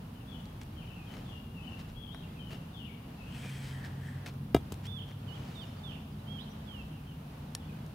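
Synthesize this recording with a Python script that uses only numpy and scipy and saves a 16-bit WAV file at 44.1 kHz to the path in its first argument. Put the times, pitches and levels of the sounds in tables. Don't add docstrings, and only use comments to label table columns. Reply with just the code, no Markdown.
import sys
import numpy as np
from scipy import signal
from scipy.fft import rfft, irfft, next_fast_len
from scipy.io import wavfile
from scipy.ndimage import map_coordinates

SR = 44100
rng = np.random.default_rng(int(sys.argv[2]) if len(sys.argv) > 2 else 0)


def dump_mix(stems):
    frames = np.atleast_2d(stems).T
    limited = np.clip(frames, -1, 1)
    pcm = np.round(limited * 32767).astype(np.int16)
    wavfile.write(sys.argv[1], SR, pcm)


N = 350154

# (start [s], length [s], start pitch [Hz], end pitch [Hz], arch [Hz], level [dB])
NEAR_WHISTLES = [(4.846, .156, 2720, 2740, 810, -47.5), (5.0, 0.024, 2710, 2660, 545, -48),
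                 (5.019, 0.023, 2670, 2690, 522, -53), (5.27, 0.081, 3320, 3370, -430, -52.5),
                 (5.348, 0.032, 3450, 2310, 194, -56), (5.547, 0.057, 3860, 3620, -170, -50.5),
                 (5.588, .062, 3720, 2780, -68, -50), (5.832, .075, 3560, 2845, 261, -49),
                 (6.262, 0.14, 2960, 2890, 349.5, -50.5), (6.66, .17, 3530, 2560, -52, -52.5)]
NEAR_BUZZES = [(5.9, .1, 3130, 2630, -2, -53.5), (6.388, .065, 2990, 4130, 121, -53)]
FAR_WHISTLES = [(.135, .04, 3330, 2690, 0, -66), (.19, 0.039, 2850, 2680, 0, -70),
                (.262, .1, 3326, 2706, 350.5, -58.5), (.755, 0.084, 3150, 2240, 290, -59.5),
                (.865, 0.057, 3176, 2520, 4, -60), (1.062, .05, 3280, 2980, 0, -61),
                (1.25, 0.081, 3630, 2780, 129, -61), (1.32, 0.048, 2943, 2777, -41, -55.5),
                (1.535, 0.085, 2855, 2525, 2, -58.5), (1.605, 0.09, 2780, 2650, 274, -57),
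                (1.695, 0.063, 2640, 2804, 2, -58), (1.935, 0.16, 3050, 2890, 360.5, -56),
                (2.09, .075, 3170, 4000, 0, -62.5), (2.385, 0.044, 3190, 2894, 42, -55.5),
                (2.45, 0.081, 3180, 2607, 4, -58), (2.72, 0.13, 3796, 2620, -62, -55),
                (2.85, .065, 2720, 2110, 0, -61), (3.18, 0.053, 2720, 2550, 2, -60.5),
                (3.24, 0.09, 2770, 3200, -150, -64)]
MIDDLE_WHISTLES = [(.95, .1, 2740, 2406, -48, -57), (2.215, 0.042, 3260, 2360, 3, -57.5),
                   (2.27, .065, 1950, 2170, 30, -67), (2.355, 0.048, 2720, 2450, -30, -57),
                   (6.9, .12, 3180, 2450, -100, -64), (7.05, 0.09, 3310, 2750, -3, -60.5),
                   (7.6, .035, 3350, 2500, 200, -63), (7.63, .035, 2550, 3300, 397, -66),
                   (7.675, 0.039, 2520, 2500, 0, -63.5)]
CHIPS = [(5.279, .035, 4750, 4450, -200, -70), (5.607, .04, 4680, 4000, 250, -64),
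         (5.67, .027, 5450, 5070, 0, -69), (5.76, .045, 4380, 4300, 334, -66.5),
         (6.112, 0.052, 5120, 4300, 2, -70), (6.18, 0.029, 3700, 3980, 2, -68),
         (6.397, .04, 5050, 4700, 60, -68), (6.493, 0.038, 5650, 6070, 0, -67)]
FLAT_TOP_HZ = 494

# (time [s], thud [dB], thud tilt [dB/octave], ring [dB], crack [dB])
BAT_BLOWS = [(4.5462, -4, 1.5, -28.5, -32), (4.5641, -22.5, 11, -39.5, -46), (4.7216, -30, -4, -75, -39)]
# (frequency [Hz], level [dB], t60 [s])
GROUND_MODES = [(78, -15.5, 0.16), (125, -8, 0.067), (289, -2, 0.036), (338, 0.5, 0.03), (391, 0.5, 0.028),
                (690, -2.5, 0.021), (967, -18.5, 0.022)]
BAT_MODES = [(1290, -1, 0.041), (1630, -1, 0.025), (2070, -2, 0.026), (2350, -8.5, 0.051),
             (2846, -3.5, 0.036), (3100, -15, .07), (3360, -16.5, 0.12), (3740, -7, 0.045),
             (4860, -19, .055), (6100, -19, 0.05)]
# (frequency [Hz], level [dB])
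CRACK_SPECTRUM = [(200, -8), (700, 8), (1500, -6), (3800, 0), (5000, -3.5), (11000, -5.5), (16000, -9)]

# (time of peak [s], rise sigma [s], fall sigma [s], grit [dB], sole [dB])
STEPS = [(.615, 0.0033, 0.015, -59, -56.5), (1.15, 0.053, 0.043, -58.5, -52.5),
         (1.805, 0.014, 0.014, -56.5, -61), (1.9, 0.02, 0.018, -64, -68), (2.525, 0.02, 0.028, -54.5, -52),
         (3.455, 0.015, 0.009, -55.5, -50.5), (3.68, 0.038, .03, -53.5, -57),
         (3.855, 0.013, .018, -53.5, -55), (4.265, 0.0044, 0.022, -48, -47.5),
         (4.86, 0.016, 0.013, -54.5, -72), (5.1, 0.023, 0.018, -62, -55), (5.5, 0.12, 0.16, -60.5, -62)]
# (frequency [Hz], level [dB])
GRIT_SPECTRUM = [(400, -24), (1200, 2), (2500, 4.5), (5000, -1), (9000, -12.5), (15000, -14)]
SOLE_SPECTRUM = [(100, -27), (250, 2), (550, 0), (1300, -7.5), (2500, -12), (6000, -36)]
# (time [s], rub [dB], resonance [Hz], resonance [dB])
SCRAPE_PATH = [(3.22, -83, 2820, -70), (3.35, -55.5, 2626, -59), (3.48, -53, 2400, -55),
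               (3.62, -55.5, 2294, -58.5), (3.72, -56.5, 1847, -57), (3.86, -65, 1750, -53),
               (3.94, -73, 1750, -66), (4.08, -60.5, 1800, -55.5), (4.27, -82, 1790, -64)]
# (frequency [Hz], level [dB])
RUB_SPECTRUM = [(500, -24), (1200, -7), (1700, 2.5), (2800, -7), (3180, 7.5), (3600, -5.5), (5500, -8),
                (7400, -11.5), (8000, -4.5), (8700, -10), (11000, -15), (15000, -23)]

# (time [s], level [dB], centre [Hz], width [octaves])
CLICKS = [(.455, -48, 5000, 0.57), (0.614, -40.5, 3500, 0.84), (.633, -48, 5000, 1),
          (2.146, -32.5, 1400, 0.41), (4.2623, -38.5, 3500, 1.8), (4.338, -55, 6000, 1),
          (4.741, -43, 5890, 1.3), (4.867, -43, 7900, 0.85), (7.5498, -23.5, 6000, 0.79),
          (7.863, -50, 7800, 1.5)]
# (frequency [Hz], level [dB], t60 [s])
CLICK_MODES = [(1780, 2, 0.057), (5540, -3, 0.066), (9830, 0, 0.048)]
# (frequency [Hz], gain [dB])
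CLICK_TREBLE = [(9500, -3), (12000, -7), (16000, -11)]

# (time [s], level [dB])
ENGINE_LEVEL = [(3.2, -57), (3.45, -44.5), (4.3, -43), (4.9, -45.5), (5.7, -53.5), (6.1, -49), (6.5, -52.5),
                (7.94, -48.5)]
ENGINE_HZ, ENGINE_RISE_HZ_PER_S, ENGINE_FADE_S = 133.2, 3.95, 0.12
# (start [s], length [s], start pitch [Hz], end pitch [Hz], arch [Hz], level [dB])
DRONES = [(0, 3.9, 41, 39.9, -0.5, -61.5), (2.0, .9, 161, 160.2, 1.5, -49.5), (3.55, 1.1, 89, 92.6, 3, -51),
          (4.65, 0.83, 95, 102.6, 3, -44), (5.9, 1.11, 211.7, 205, 0, -52.5),
          (6.3, 1.7, 64.2, 64.2, 0.5, -58.5)]
# (frequency [Hz], level [dB])
RUMBLE_SPECTRUM = [(13, -36), (22, -23), (48, -5.5), (97, 0), (124, -1), (152, -0.5), (182, -1.5),
                   (252, -5), (322, -16.5), (348, -20), (376, -20.5), (480, -20), (620, -60), (1060, -120)]
LEAVES_SPECTRUM = [(190, -21), (330, -3), (398, -7), (461, -3.5), (533, -4.5), (817, -3.5), (1870, -14),
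                   (2140, -16), (2790, -13), (3450, -16.5), (8000, -29.5), (10400, -51), (17600, -120)]
HISS_SPECTRUM = [(2000, -24), (6000, -23), (8700, -0.5), (9300, 4), (12000, 1.5), (14300, 4.5), (15700, 0)]
# (frequency [Hz], correlation [0-1])
BACKGROUND_CORRELATION = [(100, 1), (300, 0.99), (600, 0.077), (1200, 0.04), (3000, 0.033), (6000, 0.068),
                          (10000, 0.1)]
RUMBLE_DB, LEAVES_DB, HISS_DB = -45, -55, -69.5
TOP_HZ = 15800


def amp(db):
    return 10 ** (np.asarray(db) / 20)


def unit(x):
    return x / np.sqrt(np.mean(x ** 2) + 1e-20)


def along(points, hz):
    f, v = np.transpose(points)
    return np.interp(np.log(hz + 1), np.log(f + 1), v)


def clock():
    return np.arange(N) / SR


def curves(rows):
    s, *cols = np.transpose(rows)
    return [np.interp(clock(), s, c) for c in cols]


def wobble(rate_hz, size):
    knots = rng.standard_normal(int(size * rate_hz / SR) + 4)
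    return map_coordinates(knots, [np.arange(size) * rate_hz / SR])


def filtered(x, response):
    size = x.shape[-1]
    padded = next_fast_len(size + 8192)
    spectrum = rfft(x, padded) * response(np.fft.rfftfreq(padded, 1 / SR))
    return irfft(spectrum, padded)[..., :size]


def noise(spectrum, correlation, size):
    def mid_side_gains(hz):
        angle = np.arccos(np.clip(along(correlation, hz), -1, 1)) / 2
        return amp(along(spectrum, hz)) * [np.cos(angle), np.sin(angle)]
    mid, side = filtered(rng.standard_normal((2, size)), mid_side_gains)
    return unit(np.array([mid + side, mid - side]))


def pan(left_db):
    return amp([[left_db / 2], [-left_db / 2]])


def placed(x, left_db, lead_ms):
    def shift(hz):
        return np.exp(1j * np.pi * hz * lead_ms / 1000 * np.array([[1], [-1]]))
    return pan(left_db) * filtered(x, shift)


def add(track, s, x):
    start = max(round(s * SR), 0)
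    part = track[..., start:start + x.shape[-1]]
    part += x[..., :part.shape[-1]]


def fade(t, t60_s):
    return np.exp(-np.log(1000) * t / t60_s)


def ring(modes, t):
    return sum(amp(db) * fade(t, t60_s) * np.sin(2 * np.pi * hz * t) for hz, db, t60_s in modes)


def woods(x, t60_s, onset_s):
    t = np.arange(SR) / SR
    tail = rng.standard_normal((2, SR)) * fade(t, t60_s) * (1 - np.exp(-t / onset_s))
    return signal.fftconvolve(x[None], tail / np.linalg.norm(tail[0]), axes=1)[:, :N]


def slurs(notes, rise_share, fall_share, swell_db, waver, flutter_db, rate_hz):
    out = np.zeros(N)
    for s, length_s, start_hz, end_hz, arch_hz, db in notes:
        t = np.arange(0, length_s, 1 / SR)
        u = t / length_s
        arch = 1 - np.abs(2 * u - 1) ** (2 + abs(arch_hz) / FLAT_TOP_HZ)
        glide_hz = start_hz + (end_hz - start_hz) * u + arch_hz * arch
        pitch_hz = glide_hz * (1 + waver * wobble(rate_hz, len(t)))
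        gate = np.clip(np.minimum(u / rise_share, (1 - u) / fall_share), 0, 1)
        level = amp(db + swell_db * (u - .5) + flutter_db * wobble(rate_hz, len(t)))
        tone = np.sqrt(2) * np.sin(2 * np.pi * np.cumsum(pitch_hz) / SR)
        add(out, s, gate * level * tone)
    return out


def near_bird():
    whistles = slurs(NEAR_WHISTLES, rise_share=.19, fall_share=.07, swell_db=.5,
                     waver=.0058, flutter_db=2, rate_hz=123.5)
    buzzes = slurs(NEAR_BUZZES, rise_share=.086, fall_share=.25, swell_db=-9,
                   waver=.066, flutter_db=2, rate_hz=550)
    song = whistles + buzzes
    direct = amp(-5) * placed(song, left_db=-15, lead_ms=.13)
    return direct + amp(-7.5) * pan(2.3) * woods(song, t60_s=.91, onset_s=.0087)


def far_bird():
    song = slurs(FAR_WHISTLES, rise_share=.24, fall_share=.12, swell_db=3,
                 waver=.014, flutter_db=1.5, rate_hz=200)
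    blur = amp(-5) * woods(song, t60_s=.2, onset_s=.0043)
    tail = amp(-2) * woods(song, t60_s=.92, onset_s=.015)
    return amp(-5) * placed(song, left_db=16, lead_ms=.11) + pan(12.3) * (blur + tail)


def middle_bird():
    song = slurs(MIDDLE_WHISTLES, rise_share=.15, fall_share=.15, swell_db=-2,
                 waver=.014, flutter_db=2.2, rate_hz=163)
    direct = amp(-4) * placed(song, left_db=-3, lead_ms=-.05)
    return direct + amp(-2.5) * woods(song, t60_s=.35, onset_s=.0034)


def chipping_bird():
    song = slurs(CHIPS, rise_share=.2, fall_share=.2, swell_db=.3,
                 waver=.0087, flutter_db=2.5, rate_hz=156)
    return amp(-5) * pan(-12) * song + amp(-10) * woods(song, t60_s=.35, onset_s=.01)


def bat():
    out, t = np.zeros((2, N)), np.arange(SR // 3) / SR
    for s, thud_db, tilt_db, ring_db, crack_db in BAT_BLOWS:
        earth = [(hz, db + tilt_db * np.log2(hz / 400), t60_s) for hz, db, t60_s in GROUND_MODES]
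        thud = ring(earth, t) * (1 - np.exp(-t / .0023)) ** 2
        decay = fade(t, .02) + amp(-16.5) * fade(t, .16)
        crack = noise(CRACK_SPECTRUM, [(500, .56), (4000, .74)], len(t)) * decay
        metal = amp(ring_db) * ring(BAT_MODES, t) + amp(crack_db) * crack
        add(out, s, amp(thud_db) * pan(.85) * thud + pan(3.7) * metal)
    return out + amp(-32.5) * woods(out[0], t60_s=.56, onset_s=.03)


def shoes():
    t, grit, sole = clock(), np.zeros(N), np.zeros(N)
    for s, rise_s, fall_s, grit_db, sole_db in STEPS:
        press = np.exp(-.5 * ((t - s) / np.where(t < s, rise_s, fall_s)) ** 2)
        grit += amp(grit_db) * press
        sole += amp(sole_db) * press
    grains = unit(amp(3.3 * wobble(700, N)))
    crush = grit * noise(GRIT_SPECTRUM, [(1000, .56), (9000, 1)], N)
    push = sole * noise(SOLE_SPECTRUM, [(500, .71)], N)
    return pan(2.2) * grains * (crush + push)


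def scrape():
    db, hz, resonance_db = curves(SCRAPE_PATH)
    mid, side = filtered(rng.standard_normal((2, N)), lambda f: 1 / (1 + (f / 200) ** 2))
    slow_noise = np.array([mid + .5 * side, mid - .5 * side])
    resonance = unit(slow_noise * np.sin(2 * np.pi * np.cumsum(hz) / SR))
    rub = noise(RUB_SPECTRUM, [(1400, .95), (7000, .89), (14000, 1)], N) * amp(.79 * wobble(200, N))
    sliding = (clock() > SCRAPE_PATH[0][0]) & (clock() < SCRAPE_PATH[-1][0])
    return pan(2.2) * sliding * (amp(db) * rub + amp(resonance_db) * resonance)


def clicks():
    out, t = np.zeros((2, N)), np.arange(SR // 8) / SR
    hz = np.geomspace(100, 16000, 30)
    for s, db, centre_hz, width_oct in CLICKS:
        band = 1 / np.sqrt(1 + (np.log2(hz / centre_hz) / width_oct) ** 4)
        band = band + amp(-6.5) * (hz < centre_hz)
        colour = np.transpose([hz, 20 * np.log10(band) + along(CLICK_TREBLE, hz)])
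        snap = noise(colour, [(3000, .66)], len(t)) * fade(t, .012) * (1 - np.exp(-t / .00051))
        add(out, s, amp(db) * pan(1.1) * (snap + amp(-26) * ring(CLICK_MODES, t)))
    return out


def traffic():
    running_s = clock() - ENGINE_LEVEL[0][0]
    hz = (ENGINE_HZ + ENGINE_RISE_HZ_PER_S * running_s) * (1 + .0084 * wobble(9.8, N))
    fade_in = np.clip(running_s / ENGINE_FADE_S, 0, 1)
    level = fade_in * amp(curves(ENGINE_LEVEL)[0] + 2.3 * wobble(9.8, N))
    engine = np.sqrt(2) * level * np.sin(2 * np.pi * np.cumsum(hz) / SR)
    others = slurs(DRONES, rise_share=.23, fall_share=.29, swell_db=-3,
                   waver=.012, flutter_db=3.5, rate_hz=10)
    rumble = amp(RUMBLE_DB + .71 * wobble(8, N)) * noise(RUMBLE_SPECTRUM, BACKGROUND_CORRELATION, N)
    return engine + others + rumble


def air():
    leaves = amp(LEAVES_DB + 1.1 * wobble(5.4, N)) * noise(LEAVES_SPECTRUM, BACKGROUND_CORRELATION, N)
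    hiss = amp(HISS_DB) * noise(HISS_SPECTRUM, [(5000, .15), (9500, 1)], N)
    return leaves + hiss


def scene():
    birds = near_bird() + far_bird() + middle_bird() + chipping_bird()
    batter = bat() + shoes() + scrape()
    return birds + batter + clicks() + traffic() + air()


def record(dry):
    return filtered(dry, lambda hz: hz < TOP_HZ)


dry = scene()
out = record(dry)
dump_mix(out)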